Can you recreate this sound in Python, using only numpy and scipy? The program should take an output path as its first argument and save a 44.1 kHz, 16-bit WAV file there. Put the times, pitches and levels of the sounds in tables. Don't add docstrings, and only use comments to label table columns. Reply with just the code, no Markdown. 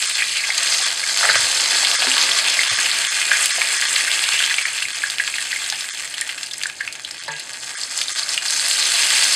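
import sys
import numpy as np
from scipy import signal
from scipy.fft import rfft, irfft
from scipy.io import wavfile
from scipy.ndimage import uniform_filter1d

SR = 44100
rng = np.random.default_rng(int(sys.argv[2]) if len(sys.argv) > 2 else 0)


def attenuation_scalar(level_db):
    decades = np.asarray(level_db, float) / 20
    return 10 ** decades


def dump_mix(stems):
    frames = np.atleast_2d(stems).T
    limited = np.clip(frames, -1, 1)
    pcm = np.round(limited * 32767).astype(np.int16)
    wavfile.write(sys.argv[1], SR, pcm)


N = 412335

# pitch in Hz, width in Hz, boost in dB.
PAN_HOLLOW_PEAKS = [(1650, 236, 9), (2084, 380, 4), (1130, 320, 4), (892, 55, 6), (679, 15, 9.5),
                    (5350, 11000, 3)]


def rms_one(x):
    return x / np.sqrt(np.mean(x ** 2) + 1e-20)


def full(coarse):
    return np.interp(np.arange(N) / 20, np.arange(len(coarse)), coarse)


def at_hz(points, hz):
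    point_hz, point_db = np.transpose(points)
    return np.interp(np.log(hz), np.log(point_hz), point_db)


def drift(rate):
    r = np.exp(-40 * np.pi * rate / SR)
    noise = rng.standard_normal(N // 20 + 2002)
    return rms_one(signal.lfilter([1], [1, -2 * r, r * r], noise)[2000:])


def bubble(x, hz, sharp):
    edge = 1 + .5 / sharp
    band = [hz / edge, min(hz * edge, .45 * SR)]
    return signal.sosfilt(signal.butter(2, band, "band", fs=SR, output="sos"), x + 1e-18)


def splutter(noise, hz, sharp, length_s):
    t = np.arange(len(noise)) / SR / length_s
    snap = 1.0 * (t == 0)
    envelope = np.exp(-t ** 0.93) * np.minimum(0.4 + 2 * t, 1)
    burst = bubble((noise * np.abs(noise) + snap) * envelope, hz, sharp)
    return burst / np.abs(burst).max()


def ring(hits, hz, t60):
    r, w = attenuation_scalar(-60 / (t60 * SR)), 2 * np.pi * hz / SR
    return signal.lfilter([0, np.sin(w)], [1, -2 * r * np.cos(w), r * r], hits + 1e-18)


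def bells(x, table):
    for hz, width, db in table:
        cos, g, a = np.cos(2 * np.pi * hz / SR), attenuation_scalar(db / 2), np.tan(np.pi * width / SR)
        x = signal.lfilter([1 + a * g, -2 * cos, 1 - a * g], [1 + a / g, -2 * cos, 1 - a / g], x)
    return x


def clicks(per_s, spread_db):
    sizes = attenuation_scalar(spread_db * np.minimum(rng.exponential(1, N), 3.0)) * rng.choice([-1, 1], N)
    rate = full(per_s)
    return rms_one(sizes * (rng.random(N) < rate / SR) / rate ** 0.15)


def sizzle():
    # time in seconds, vigour in dB,
    # commonest bubble pitch in octaves over middle_hz, brightness in dB per octave.
    oil_states = [(0, -20.5, -0.23, 1.5), (.45, -24, 0.29, 0.5), (.72, -20, -0.16, -1.6),
                  (1.02, -23.5, 0.45, -0.5), (1.25, -18.5, 0.29, -0.5), (2.3, -18.5, 0.35, -2),
                  (3.1, -19.5, -0.59, 0.5), (4.3, -19.5, -0.49, 0.6), (4.749, -25, -0.42, 1.1),
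                  (5.9, -27.5, -0.51, 2.5), (6.6, -33, -0.66, 1.9), (7.1, -34, -0.61, 1.2),
                  (7.501, -34, 1, -1.5), (7.9, -25, 0.73, -1), (8.4, -25.5, 0.77, -1.7),
                  (8.55, -21, 0.46, 0.5), (9.1, -16.5, -0.21, 1), (9.35, -17, 0.23, 1)]
    # pitch in Hz, level in dB per Hz.
    colour = [(140, -29), (250, -23), (500, -10.5), (900, -10), (1300, -6.5), (1700, -9), (2500, -3),
              (3500, -3), (5000, 1.5), (7500, 3), (9000, -4), (11000, -47), (13500, -10), (15500, -72)]
    # time in seconds, length in seconds, boost in dB, pitch in Hz.
    flurries = [(0.205, 0.018, 14, 2140), (0.303, 0.053, 8, 2550), (0.385, 0.041, 10, 2340),
                (0.44, 0.012, 16.5, 2270), (0.748, .1, 9, 5600), (1.296, 0.0097, 18, 1800),
                (1.335, .014, 6, 2000), (3.425, 0.027, 6.5, 9000), (4.397, 0.097, 5, 2860),
                (2.475, 0.065, 5, 3160), (7.763, .03, 12, 1830), (5.74, 0.034, 9, 2980),
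                (7.356, 0.064, 14, 2590), (8.008, 0.027, 5, 4000), (8.188, 0.013, 14, 4130),
                (8.33, 0.03, 6, 4450)]
    # time in seconds, length in seconds, loss in dB.
    lulls = [
        (3.197, 0.078, -2.5),
        (7.89, 0.045, -4.5),
        (8.065, 0.014, -4.5),
        (8.157, 0.012, -2),
        (8.276, 0.013, -3),
        (8.406, .014, -8),
    ]
    level_db, middle_hz = -18, 3500
    large_extra_swing, large_below_hz = 0.86, 440
    common_db, common_octaves = 6, 0.74
    flurry_octaves = 0.47
    hiss_follows = .3
    dry_crack_db, dry_crack_follows = -12, 0.66

    s, vigour, common_size, bright = np.transpose(oil_states)
    t = np.arange(N // 20 + 2) * 20 / SR
    vigour = np.interp(t, s, vigour - vigour.mean())
    common_size, bright = np.interp(t, s, common_size), np.interp(t, s, bright)
    for at, length, loss_db in lulls:
        vigour = vigour + loss_db * np.exp(-((t - at) / length) ** 2)
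    clump = drift(14) + .8 * drift(60)
    busy_db = .5 * vigour
    bursts = clicks(7000 * attenuation_scalar(busy_db + 2.2 * clump), spread_db=2.0)
    cracks = clicks(450 * attenuation_scalar(busy_db + 3.0 * clump), spread_db=4.5)
    dealt = rng.integers(0, 40, N)
    fine = rng.standard_normal(N) * full(attenuation_scalar(0.54 * clump + hiss_follows * vigour))

    out = np.zeros(N)
    for k, hz in enumerate(np.geomspace(150, 15500, 40)):
        if k % 3 == 0:
            near = drift(71.0)
        own = bursts * (dealt == k) * np.sqrt(40)
        own = own + fine * (0.27 + hz / 9000)
        tone = rms_one(bubble(own + .5 * (-1) ** k * cracks, hz, sharp=5))
        swing = 1 + large_extra_swing / (1 + (hz / large_below_hz) ** 4)
        octaves = np.log2(hz / middle_hz)
        common = common_db * np.exp(-((octaves - common_size) / common_octaves) ** 2)
        for at, length, boost_db, flurry_hz in flurries:
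            apart = np.log2(hz / flurry_hz) / flurry_octaves
            common = common + boost_db * np.exp(-((t - at) / length) ** 2 - apart ** 2)
        db = at_hz(colour, hz) + swing * vigour + bright * np.clip(octaves, -2, 2)
        db = db + common + 1.76 * near
        out += tone * full(np.sqrt(hz) * attenuation_scalar(db))

    dry_cracks = rms_one(bubble(cracks * np.sqrt(np.abs(cracks)), 2860, sharp=0.48))
    dry_cracks = dry_cracks * full(attenuation_scalar(dry_crack_db + dry_crack_follows * vigour))
    return attenuation_scalar(level_db - 1.5) * rms_one(bells(rms_one(out) + dry_cracks, PAN_HOLLOW_PEAKS))


def pops():
    # time in seconds, peak in dB, pitch in Hz, length in ms.
    plops = [(0.2207, -3, 2150, 4.2), (0.502, -3.5, 2100, 3.2), (1.0355, -8.5, 2000, 3.5),
             (2.1151, 0.5, 2700, 1.7), (2.5905, 1, 2010, 1.9), (2.7853, -12.5, 1690, 1.8),
             (3.2145, -1, 2760, 3.3), (3.3128, -0.5, 1650, 4), (3.6162, -6, 2270, 1.5),
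             (3.8217, -4.5, 1870, 2.5), (4.4019, -14, 1600, 2.4), (4.509, -11, 1750, 2.4),
             (4.5827, -1.5, 2560, 2.9), (4.6535, -3.5, 2180, 2.9), (4.853, -6, 2350, 1.5),
             (5.0185, -11, 2220, 2.1), (5.036, -5.5, 1780, 2.3), (5.1977, -5, 1860, 2.4),
             (5.2756, -21, 2690, 4), (5.3396, -6.5, 2240, 2.1), (5.5119, -12, 2670, 2.3),
             (5.5264, -7.5, 1820, 2.9), (6.2163, -11, 1960, 2.6), (6.2926, -14, 2060, 4.1),
             (6.6129, -13.5, 2800, 3.8), (6.6348, -17, 1940, 1.6), (6.6558, -10.5, 1650, 2.2),
             (6.8049, -10.5, 1820, 5.7), (6.8767, -9, 2430, 2.5), (8.3767, -5, 2850, 3.5)]
    # time in seconds, peak in dB, pitch in Hz, length in ms.
    snaps = [(0.5794, -1.5, 4430, 2.4), (1.7674, -5, 4420, 2.5), (1.848, -1.5, 3200, 3),
             (1.8697, -2, 4400, 0.85), (2.137, -8, 3500, 1.9), (2.2123, 0.5, 4160, 3.2),
             (2.3161, -0.5, 3500, 2.4), (2.3867, 0, 3820, 1.9), (2.9138, -2.5, 4330, 2.7),
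             (3.9578, -3, 4300, 3.9), (4.115, -15, 4050, 2.2), (4.239, -6, 3430, 2.9),
             (4.3906, -3, 3060, 2.1), (4.4375, -3, 3100, 1.9), (4.7775, -15, 3100, 1.6),
             (5.0993, -9, 4130, 2.1), (5.6414, -9, 3580, 1.6), (5.6995, -8, 4400, 1.7),
             (6.2112, -17, 4460, 1.6), (6.2914, -11, 2900, 2.6), (6.534, -7, 5430, 2.5),
             (6.6344, -14, 4660, 2.4), (7.0469, -11.5, 3740, 3), (7.1092, -11.5, 5200, 3.1),
             (7.813, -11, 4600, 2.4), (8.081, -7, 4000, 5), (8.1723, -24, 4140, 2.6),
             (8.2306, -7.5, 4660, 2.5), (8.2891, -5, 4730, 3.5), (3.227, -7, 2740, 2.4)]
    # time in seconds, peak in dB, pitch in Hz, length in ms.
    spits = [(0.5771, 0, 6340, 3), (0.631, -3, 7460, 2.9), (7.279, -13, 4470, 5), (1.332, -5, 7610, 2.6),
             (1.4055, -3.5, 8080, 2.2), (1.4296, -4, 6520, 2), (1.482, -17, 6660, 2.2),
             (1.514, -6, 6760, 2.5), (2.2253, -0.5, 6650, 2.5), (7.317, -16, 6950, 4),
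             (7.8326, -8, 4750, 3), (2.801, -6, 7000, 2.2), (3.253, -6, 7300, 1), (3.4574, -9, 8400, 2.8),
             (3.725, -5, 8150, 2.2), (3.9285, -1.5, 7400, 2.1), (4.7666, -19, 8800, 2.9),
             (5.6998, -8, 6550, 2.6), (6.211, -3, 8100, 1.5), (6.2756, -10.5, 6410, 1.9),
             (6.4324, -15, 7740, 2.5), (6.5795, -12, 8150, 3.2), (6.6338, -7.5, 6400, 2),
             (6.6673, -12, 7950, 4.2), (7.1092, -22, 6360, 2.8), (7.9753, -3, 7440, 2),
             (8.5053, -4, 7840, 1.8), (8.5325, -5, 6450, 2.2), (8.683, -12, 7540, 2.8),
             (8.4806, -6, 4800, 3.6)]
    # time in seconds, peak in dB, pitch in Hz.
    ticks = [(0.3684, -7, 2500), (1.1724, -5, 7040), (2.8584, -6, 2770), (4.0761, -10, 1770),
             (4.8239, -7.5, 2870), (3.334, -12, 1700), (5.3544, -27, 1600), (5.3827, -11.5, 2080),
             (5.4044, -11, 4000), (5.5603, -12.5, 2140), (5.6765, -20, 2220), (5.7234, -16.5, 1640),
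             (5.8077, -12, 5000), (5.9908, -37, 2840), (6.0501, -23, 2100), (6.1399, -14, 3170),
             (6.1804, -20, 1870), (6.3094, -23, 3000), (6.3824, -16, 2880), (6.4607, -15, 4910),
             (6.5111, -15, 3680), (6.6977, -22, 2560), (6.9252, -17, 4840), (7.2364, -21, 4690),
             (7.3632, -16, 4140), (7.3954, -14.5, 4140), (7.5323, -16, 4670), (8.0137, -10, 3150),
             (8.1858, -13, 4800), (8.3414, -10, 3330)]
    ticks = [(*row, 4.7) for row in ticks]
    # its rows, gain in dB, then spray and broad snap in dB against the peak
    kinds = [(plops, 0.5, -9, -6), (snaps, 3.5, -6.5, -19), (spits, 3.5, -4, -12), (ticks, 1, 2, 3)]
    out = np.zeros(N + 2048)
    for rows, gain_db, spray_db, snap_db in kinds:
        for s, db, hz, ms in rows:
            noise = rng.standard_normal((3, 1024))
            length = max(ms, .2) * 0.00096
            body = splutter(noise[0], hz, 4.0, length)
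            snap = attenuation_scalar(snap_db) * splutter(noise[1], hz * 1.2, .5, length * .12)
            spray = attenuation_scalar(spray_db) * splutter(noise[2], 8000, 1.0, length * 1.2)
            out[round(s * SR) + 10:][:1024] += attenuation_scalar(db + gain_db - 9.0) * (body + snap + spray)
    duller = signal.butter(4, 9500, fs=SR, output="sos")
    return bells(signal.sosfilt(duller, out[:N]), PAN_HOLLOW_PEAKS)


def needles():
    # time in seconds, peak in dB, pitch in Hz.
    skin_bursts = [(0.0246, 0, 3880), (0.3694, -6, 3400), (0.5808, -4, 5200), (0.632, -4, 6100), (0.6741, 0, 4800),
                   (0.7483, 0, 3900), (0.8652, -2, 5800), (0.8817, -7, 5400), (1.0168, -6, 4100),
                   (1.1297, -16, 6700), (1.1621, -5, 4400), (1.1738, -5, 3000), (1.2535, -3, 2300),
                   (1.3549, 1, 2400), (1.4615, -6, 5600), (1.5154, 4, 5200), (1.6047, -3, 4670),
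                   (1.6404, -12, 4600), (1.768, -11, 4200), (1.848, 1, 3520), (1.9147, 5, 3950), (2.0213, 1, 2680),
                   (2.0709, -0.5, 1990), (2.1162, -9, 2800), (2.1672, 0, 2730), (2.1808, 6, 3750),
                   (2.2142, -2, 4200), (2.2381, 3, 5300), (2.2713, -2, 4500), (2.2918, -1, 2500),
                   (2.3175, -34, 3150), (2.6339, 1.5, 2580), (2.6768, -12, 2740), (2.7316, -13, 3030),
                   (2.8595, -9, 3500), (2.865, -4, 3800), (2.8954, -5, 3150), (2.9151, -7, 4100),
                   (2.9546, -18, 3400), (2.9875, 1, 5100), (3.0186, -4, 3200), (3.0498, -1, 3100),
                   (3.1391, -28, 4400), (3.1983, -8, 4170), (3.216, 0, 2600), (3.2532, -2, 4120),
                   (3.2876, -12, 5250), (3.3163, 0, 1900), (3.4579, 8.5, 7100), (3.4863, -21, 3970),
                   (3.6173, 2, 2170), (3.6726, -2, 3800), (3.7262, -8, 7160), (3.8136, 4, 6000),
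                   (3.9628, 3.5, 2860), (4.078, -15, 2720), (4.1158, 1, 3300), (4.1927, 0.5, 2980),
                   (4.2394, 2, 3300),
                   (4.2898, 0, 3600), (4.3414, -5, 3500), (4.4035, -2, 2340), (4.4257, 2, 2900),
              (4.439, -2, 2800), (4.4621, 1, 5800), (4.4977, -2, 3100), (4.5099, -15, 2030),
              (4.5422, 1, 3000), (4.5834, -5, 2400), (4.5926, -15, 4100), (4.6542, -3, 2110),
              (4.7678, -9, 7350), (4.7784, -6, 3000), (4.787, -4, 3300), (4.8038, -7, 3470),
              (5.0327, -8, 3320), (5.0398, -11, 1700), (5.1, -7, 3400), (5.1066, -5, 7000),
              (5.1841, -1.5, 3340), (5.1985, -24, 1900), (5.2689, -4, 5400), (5.2773, -0.5, 2870),
              (5.3565, -6, 3600), (5.3652, -6, 4300), (5.3841, -6, 2820), (5.4249, -5, 5400),
              (5.4416, -9, 6300), (5.5132, -16, 2500), (5.5192, -3, 4200), (5.6158, -12, 5700),
              (5.6429, -16, 3430), (5.6645, -6, 5200), (5.7002, 0, 5430), (5.7245, -3, 4000),
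              (5.788, -13, 5800), (5.809, -5, 3600), (5.8614, -43, 4100), (5.974, -10, 3300),
              (5.992, -13, 2800), (6.0516, -13, 4900), (6.077, -9, 5000), (6.1411, -16, 2900),
              (6.1813, -5, 4200),
                   (6.2121, 0, 6700), (6.267, -14, 2600), (6.2768, -18, 7100), (6.292, -8, 3200),
            (6.2993, -7, 3300), (6.3837, -16, 2800), (6.4316, -3.5, 5100), (6.47, -13, 5000),
            (6.5124, -13, 4300), (6.5365, -19, 5200), (6.5812, -14, 7700), (6.6146, -9, 2600),
            (6.6265, -7, 6800), (6.635, -2.5, 3800), (6.658, -26, 1600), (6.6675, -8, 5300),
            (6.6996, -10, 2400), (6.8104, -14, 2030), (6.8766, -7, 2420), (6.9263, -8, 6500),
            (6.9532, -14, 2900), (7.0483, -11, 3900), (7.111, -13, 5200), (7.1807, -14, 3500),
            (7.2368, -12, 5000), (7.5234, -20, 4500), (7.5336, -16, 5600), (7.5483, -14, 3400),
            (7.63, -20, 2700), (7.647, -17, 5530), (7.674, -11, 4800), (7.9761, -5, 5700),
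            (7.9893, 0, 4700), (8.0156, 0.5, 3240), (8.2918, -6, 4600), (8.3776, -1, 2800),
            (8.4626, 0, 4900), (8.5067, 4, 6260), (8.5337, -3, 6100), (8.6844, 4, 7400),
            (8.7124, 3.5, 3900), (8.9619, -6, 5300), (9.1047, 4, 4300), (9.121, 0, 3800),
            (9.1418, -9, 6000), (9.3125, -1, 4900)]
    # delay in ms, level in dB.
    wall_echoes = [(1.4, -17), (2.9, -11)]
    level_db, cycles, above_hz = -1.0, .6, 900
    rows = skin_bursts
    out, t = np.zeros(N + 512), np.arange(-64, 448) / SR
    chance = rng.standard_normal((len(rows), 512))
    fizzes = rms_one(bubble(chance, 4500, sharp=.8)) * (t > 0) * attenuation_scalar(-17.0 - 60 * t / .02)
    for (s, db, hz), noise, fizz in zip(rows, chance, fizzes):
        wave = np.cos(2 * np.pi * hz * t + .6 * noise[1])
        pulse = np.sign(noise[0]) * np.exp(-(t * hz / cycles) ** 2) * wave
        echoes = sum(attenuation_scalar(loss_db) * np.roll(pulse, round(ms * SR / 1000)) for ms, loss_db in wall_echoes)
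        out[round(s * SR) - 64:][:512] += attenuation_scalar(db + level_db) * (pulse + echoes + fizz)
    return signal.sosfilt(signal.butter(2, above_hz, "high", fs=SR, output="sos"), out[:N])


def spatula():
    # time in seconds, peak in dB, wood pitch in Hz, pan ring in dB against the peak.
    taps = [(.492, -25, 800, -18), (.80, -25, 690, -12), (1.21, -20, 900, -12), (1.228, -9, 1350, -20),
            (1.236, -7, 1700, -20), (1.238, -18, 640, -15), (1.25, -7, 1600, -20), (1.254, -16, 720, -15),
            (1.288, -18, 520, -16), (1.296, -5, 1500, -22), (1.342, -7, 2050, -20), (1.354, -6, 1500, -22),
            (1.355, -18, 600, -14), (1.83, -24, 700, -6), (2.02, -20, 700, -14), (2.045, -22, 600, -18),
            (2.068, -24, 420, -18), (2.165, -16, 1200, -12), (3.314, -12, 1650, -24), (3.58, -24, 600, -10),
            (5.275, -20, 1200, -22), (5.722, -26, 800, -20), (7.279, -23, 570, -1), (7.287, -18, 1720, -12),
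            (7.326, -30, 2000, -1)]
    # pitch in Hz, level in dB, seconds to fade by 60 dB.
    pan_tones = [(450, -10, .3), (690, -11, .12), (885, -6, .2), (964, -3, .25), (1140, -12, .2),
                 (1292, -14, .1), (1640, -4, .33), (1755, -3, .12), (2000, -5, .09), (2700, -18, .06)]
    # time in seconds, peak in dB, pitch in Hz, seconds to fade by 60 dB.
    bumps = [(.93, -36, 41, 0.036), (1.225, -56, 147, 0.41), (1.3, -36, 168, 0.16), (1.355, -24, 119, 0.12),
             (1.43, -26, 94, 0.062), (1.7, -42, 40, 0.14), (2.066, -24, 263, 0.17), (2.695, -30, 111, 0.15),
             (3.47, -47, 40.4, 0.11), (3.6, -66, 59.7, 0.19), (7.29, -32.5, 151, 0.17)]
    seconds, tap_db, wood_hz, ring_db = np.transpose(taps)
    at = np.round(seconds * SR).astype(int)
    out = np.zeros(N + 2048)
    for i, db, hz in zip(at, tap_db, wood_hz):
        out[i:i + 2048] += attenuation_scalar(db) * splutter(rng.standard_normal(2048), hz, 2.4, length_s=.005)
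    out = out[:N]
    strength = rng.normal(0, 2, (len(taps), len(pan_tones)))
    for k, (hz, mode_db, t60) in enumerate(pan_tones):
        blows = np.zeros(N)
        blows[at] += attenuation_scalar(tap_db + ring_db + mode_db - 1.0 + strength[:, k])
        out += ring(blows, hz, t60) * (-1) ** k
    out = signal.sosfilt(signal.butter(2, 250, "high", fs=SR, output="sos"), out)
    t = np.arange(SR // 2) / SR
    for s, db, hz, t60 in bumps:
        swell = 1 - np.exp(-t / 0.012)
        out[round(s * SR):][:len(t)] += attenuation_scalar(db - 60 * t / t60) * swell * np.sin(2 * np.pi * hz * t)
    return out


def flame_and_hood():
    # pitch in Hz, level in dB per Hz.
    hum_colour = [(15, -40), (30, -15), (60, -9), (81, 1.5), (98, -7), (130, 3.5), (195, -5.5), (264, 0.5),
                  (430, 1.5), (690, 3), (900, 3), (1400, -16.5), (2500, -33)]
    hz = np.maximum(np.fft.rfftfreq(N, 1 / SR), 1)
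    noise = rfft(rng.standard_normal(N))
    return attenuation_scalar(-50) * rms_one(irfft(noise * attenuation_scalar(at_hz(hum_colour, hz)), N))


def kitchen(x):
    t60_s, wall_cut_hz = .26, 6000
    t = np.arange(SR // 2) / SR
    noise = rng.standard_normal(len(t)) * (t > .004)
    dull = signal.sosfilt(signal.butter(1, wall_cut_hz, fs=SR, output="sos"), noise)
    tail = dull * attenuation_scalar(-60 * t / t60_s) + (noise - dull) * attenuation_scalar(-120 * t / t60_s)
    wet = signal.fftconvolve(x, tail / np.sqrt(np.sum(tail ** 2)))[:N]
    moved = np.arange(N) + 12 * full(drift(2))
    return np.interp(moved, np.arange(N), wet)


def scene():
    pan = sizzle() + pops() + spatula() + needles()
    return (pan + attenuation_scalar(-10.0) * kitchen(pan) + flame_and_hood())[None]


def starve(x):
    # time in seconds, loss in dB.
    thin_moments = [(.075, -15), (.14, -12), (.844, -15), (1.378, -10), (1.975, -16), (2.698, -16),
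                    (2.762, -11), (3.091, -28), (3.533, -16), (3.787, -10), (3.872, -10), (4.644, -18),
                    (4.939, -14), (5.916, -28), (7.202, -19), (7.765, -25), (8.14, -14)]
    t, loss_db = np.arange(N // 20 + 2) * 20 / SR, 0
    for s, db in thin_moments:
        loss_db = loss_db + db * np.exp(-((t - s) / .014) ** 4)
    kept = full(attenuation_scalar(loss_db))
    hz, whole = np.fft.rfftfreq(N, 1 / SR), rfft(x)
    weak = irfft(whole * ((hz < 1000) | (hz > 9800)), N)
    top = irfft(whole * (hz > 14900), N)
    dropped = np.repeat(rng.random(N // 1024 + 1) < .3, 1024)[:N]
    flicker = uniform_filter1d(1. * dropped, size=300)
    gap_bands = rng.random(SR // 600) < .4
    gaps = gap_bands[(hz // 340).astype(int)] * (hz > 1000) * (hz < 9800)
    lost_in_gaps = irfft(whole * gaps, N) * (1 - np.sqrt(kept))
    return x - weak * (1 - kept) - lost_in_gaps - top * kept * flicker


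def roll_off(x):
    return signal.sosfilt(signal.butter(12, 15700, fs=SR, output="sos"), x)


def record(dry):
    # pitch in Hz, width in Hz, change in dB.
    housing_cuts = [(3780, 250, -3.5), (5700, 420, -14), (6900, 200, -13), (15030, 400, -12),
                    (1000, 80, -5), (430, 50, -6)]
    x = np.tanh(bells(dry, housing_cuts) / 1.3) * 1.3
    x = starve(x)
    x = signal.sosfilt(signal.cheby2(12, 40, 15870, fs=SR, output="sos"), x)
    return roll_off(x)


dry = scene()
out = record(dry)
dump_mix(out)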